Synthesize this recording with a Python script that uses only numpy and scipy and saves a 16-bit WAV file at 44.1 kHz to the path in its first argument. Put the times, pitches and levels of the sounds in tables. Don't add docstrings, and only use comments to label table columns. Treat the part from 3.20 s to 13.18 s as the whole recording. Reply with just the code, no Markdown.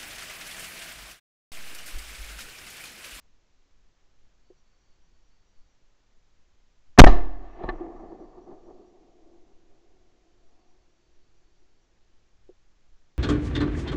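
import sys
import numpy as np
from scipy import signal
from scipy.fft import rfft, irfft, next_fast_len
from scipy.io import wavfile
from scipy.ndimage import map_coordinates

SR = 44100
rng = np.random.default_rng(int(sys.argv[2]) if len(sys.argv) > 2 else 0)


def digitize_waveform(pressure):
    field = np.atleast_2d(pressure).T
    bounded = np.clip(field, -1, 1)
    quanta = np.round(bounded * 32767).astype(np.int16)
    wavfile.write(sys.argv[1], SR, quanta)


N = 440118
TIME = np.arange(N) / SR
SHOT_S, RECOIL_END_S = 3.7878, 3.868
WOOD_S, WOOD_RISE_S = 4.358, 0.053

# centre in Hz, width in Hz, lift in dB.
HOUSING_PEAKS = [(347, 110, 15), (722, 160, 12), (910, 55, 3.5), (1154, 240, 10), (1770, 190, 13.5),
                 (2040, 81, 9), (2620, 220, 3.5), (3995, 300, 5.5)]
# start in seconds, level in dB.
KNOCK_HITS = [(1.302, -39.5), (9.291, -35)]
# first note in seconds, last note in seconds, relative level in dB.
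BIRD_PHRASES = [(1.39, 2.52, -81), (4.34, 5.69, -82), (7.28, 8.63, -83)]
# start in seconds, length in seconds, peak in full scales.
RECOIL_SHOVES = [(3.8045, .0132, 11), (3.8175, .0228, -9), (3.8385, .029, -3.2)]
# centre and half width in seconds,
# lift of the low part and of the high part in dB.
TREE_STANDS = [(4.412, .012, 8, 1), (4.675, .025, 6, -2), (4.803, .008, 3, 5), (4.845, .025, 5.5, 2.5),
               (4.93, .02, 5, -1), (5.015, .025, 5, 0), (5.185, 0.028, 5.5, 5), (5.315, .035, 9, 9),
               (5.495, .04, 9, 8), (5.6, .04, 6.5, 1.5), (6.13, .05, 3.5, 2), (7.45, .2, 2, 11)]

# start in seconds, relative level in dB, rise and t60 in seconds,
# low and high corner in Hz.
ACTION_BLOWS = [(3.7768, -25, 0.00088, 0.089, 400, 2502), (3.7825, -6, 0.0021, 0.021, 900, 850),
                (3.7852, -19, 0.00071, .03, 900, 4500), (3.8385, 4, 0.0017, 0.058, 400, 1460),
                (3.8665, -14, .002, .09, 697, 1190), (3.872, -21.5, 0.00086, 0.042, 900, 5000)]
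WOOD_SLAPS = [(4.241, -46, 0.0019, 0.062, 904, 899), (4.433, -53.5, .003, 0.087, 3000, 3700),
              (4.437, -28, 0.0028, 0.064, 100, 1100), (4.480, -30.5, 0.0049, 0.13, 200, 1020),
              (4.4885, -29, 0.0036, 0.038, 1060, 3400), (5.135, -52, .004, .06, 2998, 1000)]

# frequency in Hz, relative level in dB, t60 in seconds.
HOUSING_KNOCK_MODES = [(371, 1.5, 0.058), (408, -0.5, 0.04), (487, -4.5, 0.049), (700, -9.5, 0.027)]
CLAMP_MODES = [(132.7, 14, .07), (276, 20.5, .055), (713.6, 19.5, 0.068)]
BARREL_MODES = [(274.6, -30, 0.653), (428, -21.5, 0.141), (705, -23, 0.34), (1803.4, -6, 0.031)]
HOUSING_CLACK_MODES = [(1137, -23, 0.057), (1762, -21, 0.046), (2020, -33, 0.053), (4110, -35, 0.028)]
HOUSING_THUD_MODES = [(341, -20.5, 0.097)]

# frequency in Hz, relative density in dB.
HISS_SPECTRUM = [(100, -8), (150, 9), (350, 8), (600, 4.5), (1000, 2.5), (2500, -1), (5000, -3.5),
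                 (7500, -3)]
RUMBLE_SPECTRUM = [(8, 10), (20, -0.5), (35, -6.5), (60, -12.5), (100, -20), (200, -30.5), (600, -59.5)]
BLAST_SPECTRUM = [(20, -10), (70, -2), (200, -5), (400, -1), (550, -8), (1000, -8), (1600, -9), (3000, -21),
                  (7000, -30)]
WASH_SPECTRUM = [(20, -9.5), (90, 3.5), (150, -1), (270, 1.5), (345, -6), (450, -3.5), (700, -4.5),
                 (1500, -15), (3000, -17), (4000, -19.5), (7000, -22)]
ROLL_LOW_SPECTRUM = [(50, -29), (120, -13.5), (230, -6.5), (450, -6.5), (650, -13), (1000, -32.5),
                     (2000, -70)]
ROLL_HIGH_SPECTRUM = [(300, -25), (550, -3.5), (750, -1), (1200, -8), (1700, -16), (2200, -13.5),
                      (3300, -16.5), (4200, -23), (8000, -56)]
BOOM_SPECTRUM = [(8, -19), (22, 10.5), (55, -9.5), (100, -24), (200, -37), (600, -71)]


def amp(db):
    return 10 ** (np.asarray(db) / 20)


def unit_rms(x):
    return x / np.sqrt(np.mean(x ** 2) + 1e-20)


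def wobble(rate_hz):
    coarse_s = TIME[::16]
    knots = rng.standard_normal(int(N * rate_hz / SR) + 4)
    return np.interp(TIME, coarse_s, map_coordinates(knots, [coarse_s * rate_hz], order=2))


def filtered(x, response):
    size = next_fast_len(N + 8192)
    return irfft(rfft(x, size) * response(np.fft.rfftfreq(size, 1 / SR)), size)[:N]


def housing(hz):
    return amp(sum(db / (1 + (2 * (hz - centre_hz) / width_hz) ** 2)
                   for centre_hz, width_hz, db in HOUSING_PEAKS))


def noise(spectrum, housed=True):
    points_hz, points_db = np.transpose(spectrum)

    def response(hz):
        db = np.interp(np.log(hz + 1), np.log(points_hz + 1), points_db)
        return amp(db) * (housing(hz) if housed else 1)
    return unit_rms(filtered(rng.standard_normal(N), response))


def burst(start_s, rise_s, t60_s):
    out, first = np.zeros(N), round(start_s * SR)
    age_s = np.arange(min(2 * t60_s * SR, N - first)) / SR
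    out[first:][:len(age_s)] = (1 - np.exp(-age_s / rise_s)) * amp(-60 * age_s / t60_s)
    return out


def ringing(modes, start_s, rise_s):
    out, age_s = np.zeros(N + SR), np.arange(SR) / SR
    ring = sum(amp(db - 60 * age_s / t60_s) * np.sin(2 * np.pi * hz * age_s) for hz, db, t60_s in modes)
    out[round(start_s * SR):][:SR] = ring * (1 - np.exp(-age_s / rise_s))
    return out[:N]


def air_loss(x, start_s, limit_s, db_per_khz_s=12):
    hz, time_s, spectra = signal.stft(x, SR, nperseg=512)
    loss_db = db_per_khz_s * np.outer(hz / 1000 - 1, np.clip(time_s - start_s, 0, limit_s))
    return signal.istft(spectra * amp(-np.maximum(loss_db, 0)), SR, nperseg=512)[1][:N]


def noise_floor():
    hiss = amp(-70.5) * noise(HISS_SPECTRUM, housed=False)
    rumble = amp(-56.5) * noise(RUMBLE_SPECTRUM, housed=False) * amp(1.7 * wobble(6.2))
    return hiss + rumble


def knocks():
    return sum(amp(db) * ringing(HOUSING_KNOCK_MODES, start_s, rise_s=0.0061)
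               for start_s, db in KNOCK_HITS)


def birds(note_hz=5790, trill_hz=4500, step_s=0.225):
    def tone(hz):
        return np.sin(2 * np.pi * np.cumsum(hz * (1 + 0.01 * wobble(300))) / SR)

    high, low = np.zeros(N), np.zeros(N)
    note, syllable = np.hanning(round(0.12 * SR)), np.hanning(round(0.36 * SR))
    for first_s, last_s, db in BIRD_PHRASES:
        for at_s in np.arange(first_s, last_s + step_s / 2, step_s):
            high[round(at_s * SR) - len(note) // 2:][:len(note)] += amp(db) * note
            low[round((at_s - step_s / 2) * SR) - len(syllable) // 2:][:len(syllable)] += amp(db) * syllable
    return amp(2) * high * tone(note_hz) + amp(-2 + 2.5 * wobble(40)) * low * tone(trill_hz)


def blows(rows):
    out, size = np.zeros(N), 16384
    hz = np.fft.rfftfreq(size, 1 / SR)
    age_s = np.arange(size) / SR
    shell = housing(hz)
    for start_s, db, rise_s, t60_s, low_hz, high_hz in rows:
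        band = hz / (hz + low_hz) ** 2 / np.sqrt(1 + (hz / high_hz) ** 10)
        phases = np.exp(2j * np.pi * rng.random(len(hz)))
        envelope = 2 * amp(db - 60 * age_s / t60_s) * (1 - np.exp(-age_s / rise_s))
        out[round(start_s * SR):][:size] += unit_rms(irfft(phases * shell * band)) * envelope
    return out


def blast():
    report = amp(20) * burst(SHOT_S, rise_s=0.0015, t60_s=0.064) * noise(BLAST_SPECTRUM, housed=False)
    jolt = ringing(CLAMP_MODES, SHOT_S, rise_s=0.00076)
    wash = air_loss(noise(WASH_SPECTRUM), SHOT_S, limit_s=1)
    near = amp(-8) * burst(SHOT_S, rise_s=0.013, t60_s=0.36)
    far = amp(-34) * burst(SHOT_S, rise_s=0.05, t60_s=1.6)
    return report - jolt + wash * (near + far)


def recoil(shudder_hz=38.8):
    kick = sum(peak * np.sin(np.pi * np.clip((TIME - start_s) / length_s, 0, 1))
               for start_s, length_s, peak in RECOIL_SHOVES)
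    swing = amp(-6.5) * burst(RECOIL_END_S, rise_s=0.0024, t60_s=0.25)
    swing += amp(-21) * burst(RECOIL_END_S, rise_s=0.012, t60_s=1.2)
    shudder = swing * np.sin(2 * np.pi * shudder_hz * (TIME - RECOIL_END_S))
    ring = ringing(BARREL_MODES, RECOIL_END_S, rise_s=0.004)
    creep = amp(-4.5) * burst(3.888, rise_s=0.0073, t60_s=0.67)
    return kick + shudder + ring + creep


def rolling_echo():
    field = amp(-46.5) * burst(4.19, rise_s=0.16, t60_s=3.15)
    far = amp(-55.5) * burst(WOOD_S, WOOD_RISE_S, t60_s=10.7)
    low_gain = amp(-43.5) * burst(WOOD_S, WOOD_RISE_S, t60_s=3.28) + far + amp(-9.5) * field
    high_gain = amp(-47.5) * burst(WOOD_S, WOOD_RISE_S, t60_s=2.12) + amp(-13.5) * far + field
    low_lift_db, high_lift_db = sum(np.outer(lifts_db, np.exp(-((TIME - at_s) / half_width_s) ** 2))
                                    for at_s, half_width_s, *lifts_db in TREE_STANDS)
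    peals = amp(0.95 * wobble(28))
    low = unit_rms(noise(ROLL_LOW_SPECTRUM) * peals)
    flutter = amp(1.3 * wobble(120))
    high = unit_rms(air_loss(noise(ROLL_HIGH_SPECTRUM), start_s=4.17, limit_s=1.8) * peals * flutter)
    return low * low_gain * amp(low_lift_db) + high * high_gain * amp(high_lift_db)


def slap_echoes():
    clack = ringing(HOUSING_CLACK_MODES, start_s=4.4885, rise_s=0.0025)
    thud = ringing(HOUSING_THUD_MODES, start_s=4.606, rise_s=0.0075)
    return blows(WOOD_SLAPS) + clack + thud


def boom():
    wave = amp(-15.5) * burst(4.435, rise_s=0.053, t60_s=0.29)
    tail = amp(-44.5) * burst(WOOD_S, WOOD_RISE_S, t60_s=3.6)
    return (wave + tail) * noise(BOOM_SPECTRUM, housed=False)


def scene():
    gun = blows(ACTION_BLOWS) + blast() + recoil()
    echoes = slap_echoes() + rolling_echo() + boom()
    return (gun + echoes + knocks() + birds() + noise_floor())[None]


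def record(dry):
    input_hz, top_hz, shelf_db = 7750, 16400, -13.5
    narrow = filtered(dry[0], lambda hz: 1 / np.sqrt(1 + (hz / input_hz) ** 60))
    clipped = np.clip(narrow, -1, 1)
    softened = filtered(clipped, lambda hz: amp(shelf_db * np.clip((hz - 6500) / 2500, 0, 1)))
    return filtered(softened, lambda hz: 1 / np.sqrt(1 + (hz / top_hz) ** 80))[None]


dry = scene()
out = record(dry)
digitize_waveform(out)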